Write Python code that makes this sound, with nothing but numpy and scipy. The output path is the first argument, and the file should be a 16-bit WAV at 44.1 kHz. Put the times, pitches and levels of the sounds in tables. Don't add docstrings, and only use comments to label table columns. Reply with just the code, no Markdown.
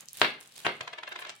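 import sys
import numpy as np
from scipy import signal
from scipy.fft import rfft, irfft
from scipy.io import wavfile
from scipy.ndimage import uniform_filter1d

SR = 44100
rng = np.random.default_rng(int(sys.argv[2]) if len(sys.argv) > 2 else 0)


def master(y):
    cut = np.clip(np.atleast_2d(y).T, -1, 1)
    pcm = np.round(cut * 32767)
    wavfile.write(sys.argv[1], SR, pcm.astype(np.int16))


N = 61739
TIME = np.arange(N) / SR


def amp(db):
    return 10 ** (np.asarray(db) / 20)


def unit(x):
    return x / np.sqrt(np.mean(x ** 2) + 1e-20)


def read(points, hz):
    f, value = np.transpose(points)
    return np.interp(np.log(hz + 1), np.log(f + 1), value)


def level(points):
    return amp(np.interp(TIME, *np.transpose(points), left=-140, right=-140))


def decay(t, t60_s):
    return np.exp(-np.log(1000) * t / t60_s)


def pan(left_minus_right_db):
    return amp(np.array([[.5], [-.5]]) * left_minus_right_db)


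def add(mix, start_s, sound):
    part = mix[..., max(round(start_s * SR), 0):][..., :sound.shape[-1]]
    part += sound[..., :part.shape[-1]]


def through(x, response):
    return signal.fftconvolve(np.atleast_2d(x), np.atleast_2d(response), axes=1)[:, :N]


def pulse(colour, corner_hz=np.inf, size=2048):
    hz = abs(np.fft.fftfreq(size, 1 / SR))
    log_gain = np.log(amp(read(colour, hz)) / np.hypot(1, hz / corner_hz))
    shape = np.fft.ifft(np.exp(np.conj(signal.hilbert(log_gain)))).real
    return shape / np.linalg.norm(shape)


def whiten(x, width_hz):
    size = 2 * x.shape[1]
    spectrum = rfft(x, size)
    power = (abs(spectrum) ** 2).mean(0) + abs(spectrum.mean(0)) ** 2
    power = uniform_filter1d(power, int(width_hz * size / SR) + 1)
    return irfft(spectrum / np.sqrt(power / power.mean()), size)[:, :x.shape[1]]


def grit(spread_db, per_s):
    size = amp(spread_db * np.minimum(rng.exponential(1, N), 4))
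    return unit(size * rng.choice([-1, 1], N) * (rng.random(N) < per_s / SR))


# frequency_hz, coherence
COHERENCE = [(60, 0.98), (300, 0.89), (650, 0.74), (1400, 0.027), (3000, 0.1), (16000, 0)]
def diffuse_noise(size):
    left, independent = rfft(rng.standard_normal((2, size)))
    coherence = read(COHERENCE, np.fft.rfftfreq(size, 1 / SR))
    right = coherence * left + np.sqrt(1 - coherence ** 2) * independent
    return irfft(np.array([left, right]), size)


# frequency_hz, t60_s
ROOM_T60 = [(100, 0.5), (300, 0.34), (800, 0.33), (2000, 0.35), (4000, 0.32), (8000, 0.21), (16000, 0.23)]
def room(rise_s=0.0051, size=24576):
    hz, frame_s, bands = signal.stft(diffuse_noise(size), SR, nperseg=256)
    ring = signal.istft(bands * decay(frame_s, read(ROOM_T60, hz)[:, None]), SR, nperseg=256)[1]
    t = np.arange(ring.shape[1]) / SR
    return unit(ring) / np.sqrt(len(t)) * (1 - np.exp(-t / rise_s))


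# frequency_hz, gain_db
AIR_COLOUR = [(25, -15), (60, -16), (130, 8), (200, 2), (400, -9), (1000, -13), (3000, 1), (8000, -25),
              (16000, -49)]
def room_tone(level_db=-67):
    return amp(level_db) * through(diffuse_noise(N), pulse(AIR_COLOUR))


# time_s, level_db
RUSTLE = [(0, -50), (.025, -51), (.05, -87), (.08, -62), (.135, -56), (.155, -45), (.205, -41), (.225, -42),
          (.27, -55.5), (.38, -70.5), (.43, -57), (.505, -65), (.55, -55), (.58, -47), (.62, -54),
          (.7, -59), (.85, -74.5), (1.17, -79), (1.21, -51.5), (1.26, -96), (1.4, -64)]
# frequency_hz, gain_db
BAG_COLOUR = [(60, -7), (300, -5.5), (1000, -5.5), (2000, -2), (3000, 2), (3800, 5), (5500, -1.5),
              (9500, 0.5), (12500, -9), (16000, -9)]
# start_s, peak_db, centre_hz
SNAPS = [(.0080, -29, 8900), (0.0573, -37, 8200), (0.0856, -28.5, 6000), (.0930, -37, 7000),
         (0.1315, -25.5, 10600), (.1720, -27.5, 9700), (0.2003, -28.5, 11000), (0.4049, -37.5, 9300),
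         (0.41, -33, 7900), (0.4747, -39, 8300), (0.4798, -46, 8000), (0.5228, -37, 5000),
         (.5632, -34, 5000), (0.5705, -40, 4400), (.5785, -35, 10000), (.7680, -47, 8300),
         (.8328, -47, 10000), (1.091, -37, 11100), (1.1962, -34, 9700), (1.2058, -41, 12000),
         (1.2468, -46, 12900), (1.3530, -40, 6900), (1.3631, -41.5, 9000)]
def bag(clump_db=3.5, clump_s=0.005, snap_octaves=0.43, snap_t60_s=0.0064, room_db=-6.5):
    left, right, common = (grit(spread_db=5, per_s=3000) for _ in range(3))
    crinkles = np.array([left, right]) + 0.55 * common
    clumps = amp(clump_db * unit(uniform_filter1d(rng.standard_normal(N), int(clump_s * SR) + 1)))
    out = through(level(RUSTLE) * unit(crinkles * clumps), pulse(BAG_COLOUR))
    t = np.arange(1024) / SR
    hz = np.geomspace(100, 20000, 30)
    for start_s, peak_db, centre_hz in SNAPS:
        band_db = -10 * np.log10(1 + (np.log2(hz / centre_hz) / snap_octaves) ** 4)
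        snap = through(diffuse_noise(len(t)) * decay(t, snap_t60_s), pulse(np.c_[hz, band_db]))
        add(out, start_s, amp(peak_db) * snap / abs(snap).max())
    return (out + amp(room_db) * through(out, room())) * pan(-1)


# time_s, level_db
RUB = [(0, -66.5), (.03, -56.5), (.06, -69), (.14, -90), (.165, -76), (.21, -47.5), (.24, -47), (.54, -70),
       (.6, -58.5), (.64, -60), (.66, -88)]
# frequency_hz, gain_db
RUB_COLOUR = [(40, -18), (130, 3), (300, -3.5), (700, 0.5), (1500, 2.5), (3000, -1.5), (6000, -19),
              (16000, -43)]
def fingers():
    return through(level(RUB) * diffuse_noise(N), pulse(RUB_COLOUR))


# pitch_hz, gain_db, t60_s
BENDING_MODES = [(66, -28, .09), (103, -5, 0.13), (122.7, 4, 0.12), (156.5, -4.5, 0.24)]
# start_s, level_db
THUDS = [(0.2151, -39.5), (0.6461, -52), (0.665, -45.5), (0.808, -51)]
def thuds(rise_s=0.0049):
    out = np.zeros(N)
    bending = sum(amp(gain_db) * decay(TIME, t60_s) * np.sin(2 * np.pi * pitch_hz * TIME)
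                  for pitch_hz, gain_db, t60_s in BENDING_MODES)
    bending *= 1 - np.exp(-TIME / rise_s)
    for start_s, level_db in THUDS:
        add(out, start_s, -amp(level_db) * bending)
    return out


# pitch_hz, gain_db, t60_s
TABLE_MODES = [(248.9, 0.5, 0.29), (359.7, 4, 0.17), (428, -0.5, 0.19), (620, 1, 0.2), (702, 0.5, 0.2),
               (932, 2, 0.17), (1031, -3.5, 0.11), (1310, -2.5, 0.27), (1329, -2, 0.31), (1460, 6, 0.073),
               (1592, 13, 0.073), (1568, -10, 0.3), (2175, -2, 0.15), (2554, -19, 0.22),
               (2756, 11.5, 0.079)]
def tabletop(direct_db, pan_db, clatter_t60_s, modes_db, room_db, clatter_db=3.5, rise_s=0.00094):
    out = amp(room_db) * room()
    t = np.arange(out.shape[1]) / SR
    clatter = diffuse_noise(len(t)) * decay(t, clatter_t60_s) * (1 - np.exp(-t / rise_s))
    out += amp(clatter_db) * unit(clatter) / np.sqrt(len(t))
    out[:, :1] += amp(direct_db) * pan(pan_db)
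    out = whiten(out, width_hz=130)
    for pitch_hz, gain_db, t60_s in TABLE_MODES:
        phase = (1 - read(COHERENCE, pitch_hz)) * rng.choice([-1, 1]) * np.array([[1.01], [-1.01]])
        out += amp(modes_db + gain_db) * decay(t, t60_s) * np.cos(2 * np.pi * pitch_hz * t + phase)
    return out


# start_s, peak_db, corner_hz
KNOCKS = [(0.216, -2.5, 5940), (0.221, -19.5, 2980), (.2470, -17, 2500), (.6660, -10, 1760),
          (0.6829, -23, 1660), (0.6905, -23, 1390), (0.8116, -38.5, 3500)]
# frequency_hz, gain_db
KNOCK_COLOUR = [(30, -43), (65, -32), (105, -19), (200, -12), (400, -1), (800, 0.5), (1700, 1.5),
                (3000, 0.5), (4200, -0.5), (5200, -12.5), (6500, -18), (9000, -26), (16000, -45)]
def knocks():
    force = np.zeros(N)
    for start_s, peak_db, corner_hz in KNOCKS:
        shape = pulse(KNOCK_COLOUR, corner_hz)
        add(force, start_s, -amp(peak_db) * shape / abs(shape).max())
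    return force


# time_s, level_db
CHATTER = [(.224, -55), (.231, -29), (.24, -32.5), (.25, -27.5), (.28, -46.5), (.33, -54)]
SKID = [(0.647, -44), (0.646, -28.5), (.655, -30), (0.665, -31.5), (0.674, -41), (0.681, -62)]
# frequency_hz, gain_db
CHATTER_COLOUR = [(40, -36), (300, -7), (900, -5), (2000, 3.5), (3200, -0.5), (4400, -1.5), (5400, -17),
                  (7000, -37), (16000, -32)]
SKID_COLOUR = [(40, -54), (120, -6.5), (300, -9), (800, -4), (1600, 1), (2900, 0), (4200, -19), (5500, -21),
               (9000, -22.5), (16000, -43)]
def scrapes(contact_db=-5):
    force = 0
    for envelope, colour in (CHATTER, CHATTER_COLOUR), (SKID, SKID_COLOUR):
        contacts = level(envelope) * grit(spread_db=2, per_s=7000)
        force += through(whiten(contacts[None], width_hz=500), pulse(colour))
    return amp(contact_db) * force


# time_s, level_db
ROLL = [(.74, -73), (.80, -64), (1.0, -67), (1.15, -57), (1.298, -48), (1.312, -97)]
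# centre_s, level_db, half_length_s
SWINGS = [(0.8089, -25, 0.0012), (0.8776, -30, 0.0023), (0.934, -33, 0.0033), (0.986, -35.5, 0.0046),
          (1.034, -31, 0.002), (1.078, -34, 0.0041), (1.121, -35, 0.0044), (1.16, -32, 0.0038),
          (1.1907, -33, 0.0019), (1.2223, -37, 0.0042), (1.2510, -34, 0.0022), (1.269, -40, 0.0051)]
# frequency_hz, gain_db
RIM_COLOUR = [(40, -26), (150, -28), (300, -13.5), (600, -0.5), (900, -1), (1300, -1), (2400, -0.5),
              (3700, -1), (4800, -12), (6500, -18.5), (8500, -24.5), (11000, -34.5), (16000, -44)]
# centre_hz, width_hz, lift_db
RIM_PEAKS = [(1027, 105, 3), (1458, 100, 3.5), (1723, 104, 6.5), (2140, 340, 3)]
def rocking(spread_db=3, bumps_per_s=9000, contact_db=-4, size=2048):
    force = level(ROLL) * grit(spread_db, bumps_per_s)
    t = (np.arange(size) - size // 2) / SR
    stretch = np.where(t < 0, 1.06, 0.79)
    for centre_s, level_db, half_length_s in SWINGS:
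        press = np.exp(-abs(t) / (half_length_s * stretch))
        swing = whiten(press * grit(spread_db, bumps_per_s)[None, :size], width_hz=900)[0]
        add(force, centre_s + t[0], amp(level_db) * unit(swing) * np.sqrt(np.mean(press ** 2)))
    hz = np.geomspace(30, 20000, 800)
    peaks_db = sum(lift_db / (1 + (2 * (hz - centre_hz) / width_hz) ** 2)
                   for centre_hz, width_hz, lift_db in RIM_PEAKS)
    return amp(contact_db) * through(force, pulse(np.c_[hz, read(RIM_COLOUR, hz) + peaks_db]))


# start_s, level_db
CLICKS = [(0.8105, -26.5), (0.8774, -33.5), (1.1262, -33.5), (1.1610, -37), (1.2226, -43), (1.2501, -39),
          (1.2712, -35), (1.2880, -41), (1.2937, -24.5), (1.3010, -28)]
# frequency_hz, gain_db
CLICK_COLOUR = [(60, -14), (300, -3), (800, 5.5), (3500, 7.5), (7500, -0.5), (11000, -20), (16000, -26)]
def clicks(contact_db=2):
    force = np.zeros(N)
    shape = pulse(CLICK_COLOUR)
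    for start_s, level_db in CLICKS:
        add(force, start_s, -amp(contact_db + level_db) * shape / abs(shape).max())
    return force


def travelling_contact(force, spots=3):
    centres_s = [swing[0] for swing in SWINGS]
    nearest_swing = np.round(np.interp(TIME, centres_s, np.arange(len(SWINGS))))
    out = np.zeros((2, N))
    for spot in range(spots):
        response = tabletop(direct_db=-4.5, pan_db=1, clatter_t60_s=0.016, modes_db=-47, room_db=-3)
        out += through(force * (nearest_swing % spots == spot), response)
    return out


# frequency_hz, left_minus_right_db
BALANCE = [(100, 1.5), (380, -2), (700, 3), (1300, -1), (2400, 0.3), (4400, 1.5), (9000, 1.5),
           (16000, -9.5)]
def scene():
    landing = tabletop(direct_db=-0.5, pan_db=5.5, clatter_t60_s=0.02, modes_db=-47.5, room_db=-1)
    bearing = thuds() + through(knocks() + scrapes(), landing)
    bearing += travelling_contact(rocking() + clicks())
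    balance = pan(read(BALANCE, np.fft.rfftfreq(N, 1 / SR)))
    return room_tone() + bag() + fingers() + irfft(rfft(bearing) * balance, N)


def record(dry, edge_hz=16000):
    low_pass = signal.firwin(511, edge_hz, window=("kaiser", 9), fs=SR)
    return signal.oaconvolve(np.clip(dry, -1, 1), low_pass[None], "same")


dry = scene()
out = record(dry)
master(out)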